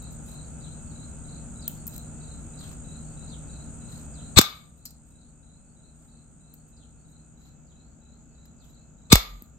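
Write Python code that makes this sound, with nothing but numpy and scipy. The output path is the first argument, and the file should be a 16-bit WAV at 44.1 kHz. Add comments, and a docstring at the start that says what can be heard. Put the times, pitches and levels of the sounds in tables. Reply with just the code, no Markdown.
"""A copper-tipped pressure flaker pops two flakes off a hand-held stone point, close by.
The edge crushes under rising force until it cracks; the tool rings and the hands jolt.
Between snaps, fingers turn the stone and loose chips tick against it.
Crickets chirp and trill outside, with a far raspy call, over low rumble and machine hum.
The snaps clip and pull an automatic gain control down."""
import sys
import numpy as np
from scipy import signal
from scipy.fft import rfft, irfft, next_fast_len
from scipy.io import wavfile
from scipy.ndimage import uniform_filter1d

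SR = 44100
rng = np.random.default_rng(int(sys.argv[2]) if len(sys.argv) > 2 else 0)


def unload_audio(sound):
    """Save the sound as a 16-bit wav file, at the path given as the first command line argument."""
    columns = np.transpose(np.atleast_2d(sound))
    # keep every value between -1 and 1, then stretch to whole-number steps
    steps = np.round(np.clip(columns, -1, 1) * 32767)
    wavfile.write(sys.argv[1], SR, steps.astype(np.int16))


N = 422478
T = np.arange(N) / SR


def amp(db):
    """Decibels to gain."""
    return 10 ** (np.asarray(db) / 20)


def unit(x):
    """Scale to rms 1."""
    return x / np.sqrt(np.mean(x ** 2) + 1e-20)


def read(points, hz):
    """Interpolate a table on a log-frequency axis."""
    freq_hz, value = np.transpose(points)
    return np.interp(np.log(hz + 1), np.log(freq_hz), value)


def add(mix, start_s, sound):
    """Mix a sound in at start_s."""
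    at = round(start_s * SR)
    sound = sound[..., max(-at, 0):]
    part = mix[:, max(at, 0):][:, :sound.shape[-1]]
    part += sound[..., :part.shape[1]]


def sine(hz):
    """Sine following a per-sample frequency."""
    return np.sin(2 * np.pi * np.cumsum(hz) / SR)


def noise(spectrum, size, tilt_db_per_oct=0, direct=0, delay_s=0.000153):
    """Coloured stereo noise; the direct share reaches the right side delay_s late."""
    hz = np.fft.rfftfreq(size, 1 / SR)
    gain = amp(read(spectrum, hz) + tilt_db_per_oct * np.log2(hz + 1))
    left, other = rfft(rng.standard_normal((2, size))) * gain
    right = direct * left * np.exp(-2j * np.pi * hz * delay_s) + np.sqrt(1 - direct ** 2) * other
    return unit(irfft(np.array([left, right]), size))


def band(hz, width_hz, size):
    """Two channels of Gaussian-band noise: a fuzzy tone, or a random drift at 0 Hz."""
    length = next_fast_len(size)
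    bell = np.exp(-0.5 * ((np.fft.rfftfreq(length, 1 / SR) - hz) / width_hz) ** 2)
    return unit(irfft(rfft(rng.standard_normal((2, length))) * bell, length)[:, :size])


# Reverb decay: freq_hz, t60_s
ROOM_DECAY = [(100, 0.19), (600, .4), (1300, 0.42), (3500, 0.4), (7000, 0.19), (15000, 0.2)]


def room(x, rise_s=0.0037):
    """Diffuse reflections, each band decaying at its own rate."""
    hz, t, bins = signal.stft(rng.standard_normal((2, SR)), SR, nperseg=256)
    decay = amp(-60 * t / read(ROOM_DECAY, hz)[:, None])
    tail = signal.istft(bins * decay, SR, nperseg=256)[1]
    tail *= 1 - np.exp(-np.arange(tail.shape[1]) / SR / rise_s)
    return signal.fftconvolve(x, tail / np.linalg.norm(tail[0]), axes=1)[:, :N]


# Outdoor air: freq_hz, density_db
AIR_SPECTRUM = [(20, -14), (55, 0), (100, -4.5), (180, -6), (260, -9), (370, -21), (650, -21), (900, -26),
                (1080, -33), (1370, -25), (1850, -39), (2400, -38), (5400, -45), (9700, -70), (12500, -51),
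                (15000, -53), (17000, -70)]
# Left-right likeness of the air: freq_hz, correlation
AIR_CORRELATION = [(60, 0.7), (130, 0.27), (290, 0.83), (640, .25), (1400, 0.69), (3000, 0)]


def rumble(level_db=-42.92):
    """Low outdoor noise, partly alike on both sides below the treble."""
    size = next_fast_len(N)
    left, other = rfft(noise(AIR_SPECTRUM, size))
    shared = read(AIR_CORRELATION, np.fft.rfftfreq(size, 1 / SR))
    right = shared * left + np.sqrt(1 - shared ** 2) * other
    return amp(level_db) * irfft(np.array([left, right]), size)[:, :N]


# Machine tones: pitch_hz, level_db, waver_hz
HUM_TONES = [(64.9, -51.5, 1.9), (117, -58.5, 1.5), (153.5, -49, .6), (194, -70, 0.86), (232.8, -53.5, .8)]


def machine_hum(waver_db=1.5):
    """Low tones wavering in pitch and level."""
    out = np.zeros(N)
    for pitch_hz, level_db, waver_hz in HUM_TONES:
        bend, swell = band(0, 2.3, N)
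        out += np.sqrt(2) * amp(level_db + waver_db * swell) * sine(pitch_hz + waver_hz * bend)
    return out


# Insect trills: pitch_hz, width_hz, level_db, pulse_hz, stop_s
TRILL_BANDS = [(6775, 390, -57.5, 57, 10), (7090, 120, -57.5, 48, 10), (7570, 490, -56, 58, 10),
               (8117, 73, -57.5, 22, 6.7), (8283, 150, -56, 55, 7.35)]


def trills(depth=0.35, rate_spread=0.036, fade_s=0.034):
    """Distant insects blur into high pulsing bands; the two highest fall silent."""
    out = np.zeros((2, N))
    for pitch_hz, width_hz, level_db, pulse_hz, stop_s in TRILL_BANDS:
        wander = np.interp(T, np.linspace(0, T[-1], 60), rng.standard_normal(60))
        pulses = 1 + depth * sine(pulse_hz * (1 + rate_spread * wander))
        gate = np.clip((stop_s - T) / fade_s, 0, 1)
        out += amp(level_db) * band(pitch_hz, width_hz, N) * pulses * gate
    return out


def far_cricket(pitch_hz=2590, waver_hz=9, start_db=-77, growth_db_per_s=0.37, swell_hz=4, depth=0.66):
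    """A thin note, its chirps smeared by distance into uneven swells."""
    pace, bend = band(0, 3, N)
    swells = 1 + depth * sine(swell_hz * (1 + 0.25 * pace))
    return amp(start_db + growth_db_per_s * T) * unit(swells * sine(pitch_hz + waver_hz * bend))


# Raspy calls: start_s, level_db
RASP_CALLS = [(.6, -63), (1.609, -53.5), (2.57, -57), (3.28, -56), (4.13, -60), (5.2, -66), (6.76, -56),
              (7.66, -63), (8.58, -58)]


def rasps(length_s=0.11, first_hz=5100, last_hz=2600, width_hz=340, rough_db=3.5, wet_db=-7):
    """A distant hoarse call: a rough noise band gliding down."""
    out, size = np.zeros((2, N)), int(length_s * SR)
    turns = np.cumsum(np.geomspace(first_hz, last_hz, size)) / SR
    downshift = np.exp(2j * np.pi * (turns - first_hz * T[:size]))
    swell = np.sin(np.pi * (np.arange(size) / size) ** 0.7)  # quick rise, slow fade
    for start_s, level_db in RASP_CALLS:
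        glide = (signal.hilbert(band(first_hz, width_hz, size)) * downshift).real
        roughness = unit(amp(rough_db * band(0, 50, size)[0]))
        add(out, start_s, amp(level_db) * glide * roughness * swell)
    return out + amp(wet_db) * room(out)


# Chirp of each cricket: pitch_hz, relative_db, stroke_count, spacing_s
CHIRPS = [(3952, -63, 4, .036), (4166, -66.5, 3, 0.032), (4430, -71, 3, 0.03)]
# Beat of each cricket: first_s, period_s
CHIRP_BEATS = [(-.055, .3226), (-.002, .3235), (-.02, .437)]


def crickets(stroke_s=0.024, blur_hz=60, chirp_jitter_s=0.0061, stroke_jitter_s=0.0017,
             first_stroke_db=-3, gain_db=5, wet_db=-3):
    """Each wing stroke is a whistle blurred by distance; a few make a chirp, on a steady beat."""
    out = np.zeros((2, N))
    stroke = signal.windows.tukey(int(stroke_s * SR), 0.7)
    for (pitch_hz, relative_db, stroke_count, spacing_s), (first_s, period_s) in zip(CHIRPS, CHIRP_BEATS):
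        wings = np.zeros((2, N))
        beats_s = np.arange(first_s, T[-1], period_s)
        for chirp_s in rng.normal(beats_s, chirp_jitter_s):
            for k in range(stroke_count):
                start_s = rng.normal(chirp_s + k * spacing_s, stroke_jitter_s)
                add(wings, start_s, stroke * amp(relative_db + first_stroke_db * (k == 0)))
        out += wings * band(pitch_hz, blur_hz, N)
    return amp(gain_db) * (out + amp(wet_db) * room(out))


# Skin squeaks: start_s, length_s, level_db
SKIN_SQUEAKS = [(0.205, .15, -59.5), (.46, .07, -66)]


def squeaks(pitch_hz=10050, width_hz=130):
    """Skin squeaks thinly on smooth stone."""
    out = np.zeros((2, N))
    for start_s, length_s, level_db in SKIN_SQUEAKS:
        size = int(length_s * SR)
        add(out, start_s, amp(level_db) * band(pitch_hz, width_hz, size) * np.hanning(size))
    return out


# Light contact on stone: freq_hz, density_db
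CONTACT_SPECTRUM = [(200, -17), (1100, -1), (2200, -7), (4400, -3.5), (6000, -6.5), (7800, -1.5),
                    (9800, -15.5), (12500, -0.5), (14500, -8.5), (16500, -14)]
# Taps on the point: start_s, level_db, t60_s, tilt_db_per_oct
STONE_TICKS = [(.026, -44, .017, 15), (1.6793, -11.5, 0.015, 19), (1.868, -28, 0.021, 10.5),
               (1.8775, -24.5, .023, 15), (1.964, -30.5, .012, 10), (1.980, -26.5, .01, 12),
               (2.693, -43, .02, -4), (4.413, 0.5, .027, -1), (4.854, -23, .058, 5), (4.907, -36, 0.036, 5),
               (6.539, -33, 0.033, 10), (8.455, -42, .03, 0), (9.1557, 6.5, 0.016, -1.5),
               (9.4225, -21, 0.01, 15.5)]


def ticks():
    """Chips and copper tap the point in short dry bursts."""
    out, t = np.zeros((2, N)), T[:SR // 8]
    for start_s, level_db, t60_s, tilt_db_per_oct in STONE_TICKS:
        tap = noise(CONTACT_SPECTRUM, len(t), tilt_db_per_oct, direct=0.7)
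        add(out, start_s, tap * amp(level_db - 60 * t / t60_s))
    return out


# Strokes over the stone: start_s, length_s, level_db
RUB_STROKES = [(0.092, 0.083, -59), (0.204, .2, -58.5), (1.686, 0.13, -59), (1.868, 0.14, -55),
               (2.539, .25, -54), (3.847, 0.24, -56.5), (4.75, 0.073, -59), (5, 0.19, -64),
               (5.91, 0.26, -59.5), (6.66, .06, -60), (7.06, .1, -63), (7.331, 0.25, -58.5),
               (8.596, .17, -55.5)]


def rubs(grain_db=4, grit_db=2):
    """Fingers and tool tip drag over grainy stone; slower strokes are duller."""
    out = np.zeros((2, N))
    for start_s, length_s, level_db in RUB_STROKES:
        size = int(length_s * SR)
        tilt_db_per_oct = 8.5 - 42.5 * length_s
        coarse_db = grain_db * unit(uniform_filter1d(rng.standard_normal(size), 400))
        fine_db = grit_db * unit(uniform_filter1d(rng.standard_normal(size), 50))
        friction = noise(CONTACT_SPECTRUM, size, tilt_db_per_oct, direct=0.65)
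        add(out, start_s, amp(level_db) * friction * unit(amp(coarse_db + fine_db)) * np.hanning(size))
    return out


# Flake landings: start_s, level_db
FLAKE_LANDINGS = [(4.856, -35.5), (4.907, -51)]
# Flake modes: pitch_hz, relative_db, t60_s
FLAKE_MODES = [(4200, -6, 0.18), (4810, -0.29, 0.1), (5700, -2, 0.11), (7000, 2, .09), (7360, 6, 0.067)]


def clinks(width_hz=110):
    """A thin flake drops among chips, rings and bounces once."""
    out, t = np.zeros((2, N)), T[:SR // 4]
    for start_s, level_db in FLAKE_LANDINGS:
        for pitch_hz, relative_db, t60_s in FLAKE_MODES:
            decay = amp(level_db + relative_db - 60 * t / t60_s)
            add(out, start_s, decay * band(pitch_hz, width_hz, len(t)))
    return out


def lever_sway(start_s=9.21, length_s=0.25, pitch_hz=45, level_db=-27):
    """The lever sways after the second release: one low swell."""
    out, t = np.zeros((2, N)), np.arange(0, length_s, 1 / SR)
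    add(out, start_s, amp(level_db) * np.hanning(len(t)) * np.sin(2 * np.pi * pitch_hz * t))
    return out


def air_push(level_db, first_hz, last_hz, t60_s, glide_s, rise_s):
    """A low push of air, its pitch sinking as it dies."""
    t = T[:SR // 2]
    envelope = amp(level_db - 60 * t / t60_s) * (1 - np.exp(-t / rise_s))
    return envelope * sine(last_hz + (first_hz - last_hz) * np.exp(-t / glide_s))


# Hand jolts: start_s, level_db, first_hz, last_hz, t60_s
HAND_JOLTS = [(4.3896, 13.5, 470.5, 70, .028), (9.1287, 15.5, 410, 56, 0.065),
              (9.158, -2.5, 53.2, 48, 0.13), (9.421, -29, 403, 132, .069)]


def jolts():
    """The hands jolt as the load lets go, then settle."""
    out = np.zeros((2, N))
    for start_s, *thump in HAND_JOLTS:
        add(out, start_s, -air_push(*thump, glide_s=0.0042, rise_s=0.0008))
    return out


def lurch(level_db, right_gain=0.12):
    """The hands lurch and push air, mostly to the left."""
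    puff = air_push(level_db, first_hz=101, last_hz=80, t60_s=0.075, glide_s=0.019, rise_s=0.005)
    return np.array([puff, right_gain * puff])


# Modes of tool and surroundings: pitch_hz, level_db, t60_s, width_hz
TOOL_MODES = [(1200, -13, 0.683, 28), (1281, -7, 0.36, 71), (2210, -7, .38, 55), (2722, -9.5, 0.28, 120),
              (3570, .5, 0.29, 68), (4100, -7, .29, 150), (4740, -9.5, .4, 150), (5550, -7.5, 0.29, 220),
              (6640, -11.5, .4, 220), (7560, -5.5, 0.16, 260), (12600, -10.5, 0.47, 1000)]


def tool_ring(age_s, grip_s=0.029, lasting_gain=0.72):
    """The tool rings on; the grip soaks up most of it at once."""
    modes = sum(amp(level_db - 60 * age_s / t60_s) * band(pitch_hz, width_hz, len(age_s))
                for pitch_hz, level_db, t60_s, width_hz in TOOL_MODES)
    return modes * (lasting_gain + np.exp(-age_s / grip_s))


# Crushing edge: freq_hz, density_db
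CRUSH_SPECTRUM = [(100, -15), (1000, -9), (2400, -11), (3200, -9.5), (3900, 2), (5200, -16), (7000, -11),
                  (8000, -2), (9200, -26), (16000, -25.5)]
# Stone and copper tip under load: pitch_hz, width_hz, relative_db
LOADED_MODES = [(448, 33, -7), (1180, 75, -4.5), (2230, 32, -10), (2506, 32, -8), (3469, 22, -3.5),
                (3590, 39, -1), (3790, 40, -3.5), (4237, 70, -2.5), (4940, 39, -7), (6216, 58, -7.5),
                (7862, 160, 0.5)]


def edge_crush(t, build_s, creak_db=-34):
    """The edge creaks, then crushes ever harder up to t = 0 while stone and tip sing."""
    singing = unit(sum(amp(relative_db) * band(pitch_hz, width_hz, len(t))
                       for pitch_hz, width_hz, relative_db in LOADED_MODES))
    force = np.maximum(np.exp(np.minimum(t, 0) / build_s), amp(creak_db))
    return (noise(CRUSH_SPECTRUM, len(t)) + singing) * force


# Breaking stone: freq_hz, density_db
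CRACK_SPECTRUM = [(100, -14.5), (500, -8), (850, -10.5), (1250, -1), (1700, -15), (2300, -3.5), (2850, -8),
                  (3800, -0.5), (5200, -3), (7600, -4), (9700, -15.5), (12500, -6), (14500, -7.5),
                  (16000, -18)]
# Flake releases: release_s, level_db, build_s, crush_left_over_right_db, ring_db, lurch_db
FLAKE_SNAPS = [(4.388, 7, 0.0065, 7, -15, 6.5), (9.1278, 10.5, 0.0039, 2, -12.5, -3)]


def snaps(lead_s=0.028, lurch_lead_s=0.018, crack_rise_s=0.0021, fall_s=0.0043,
          crush_db=-3, grit_db=1.8, wet_db=-18):
    """The edge crushes, the hands lurch, the crack runs through and the tool rings."""
    bursts, rings, lurches = np.zeros((3, 2, N))
    t = T[:SR] - lead_s  # zero at release
    age_s = np.maximum(t, 0)
    envelope = np.clip((t + lead_s) / 0.004, 0, 1) * np.exp(-age_s / fall_s)
    for release_s, level_db, build_s, side_db, ring_db, lurch_db in FLAKE_SNAPS:
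        grit = amp(grit_db * unit(uniform_filter1d(rng.standard_normal(SR), 40)))
        crush = edge_crush(t, build_s) * amp([[crush_db + side_db / 2], [crush_db - side_db / 2]])
        crack = noise(CRACK_SPECTRUM, SR, direct=0.4) * np.exp(np.minimum(t, 0) / crack_rise_s)
        add(bursts, release_s - lead_s, amp(level_db) * (crush + crack) * grit * envelope)
        add(rings, release_s - lead_s, amp(ring_db) * tool_ring(age_s) * (t > 0))
        add(lurches, release_s - lurch_lead_s, lurch(lurch_db))
    return bursts + amp(wet_db) * room(bursts) + rings + lurches


def scene(wet_db=-13):
    """Close stone work with a little reverb, in front of insects and hum."""
    handling = (ticks() + rubs() + squeaks()) * amp([[0.7], [-0.7]]) + clinks()
    work = snaps() + handling + amp(wet_db) * room(handling) + jolts() + lever_sway()
    calls = crickets() + far_cricket() + rasps() + trills()
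    background = (rumble() + machine_hum()) * amp([[0.9], [-0.9]])
    return work + calls + background


def record(dry, threshold_db=-1, max_cut_db=12, recovery_db_per_s=0.36, attack_s=0.0063, top_hz=16000):
    """Gain control drops at loud peaks and creeps back; then clipping and a low-pass."""
    peak_db = 20 * np.log10(abs(dry).max(0) + 1e-9)
    over_db = np.clip(peak_db - threshold_db, 0, max_cut_db)
    held_db = np.maximum.accumulate(over_db + recovery_db_per_s * T) - recovery_db_per_s * T
    pole = np.exp(-1 / (attack_s * SR))
    cut_db = signal.lfilter([1 - pole], [1, -pole], held_db)
    clipped = np.clip(dry / amp(cut_db), -1, 1)
    lowpass = signal.firwin(255, top_hz, window=("kaiser", 7), fs=SR)
    return signal.oaconvolve(clipped, lowpass[None], "same")


dry = scene()
out = record(dry)
unload_audio(out)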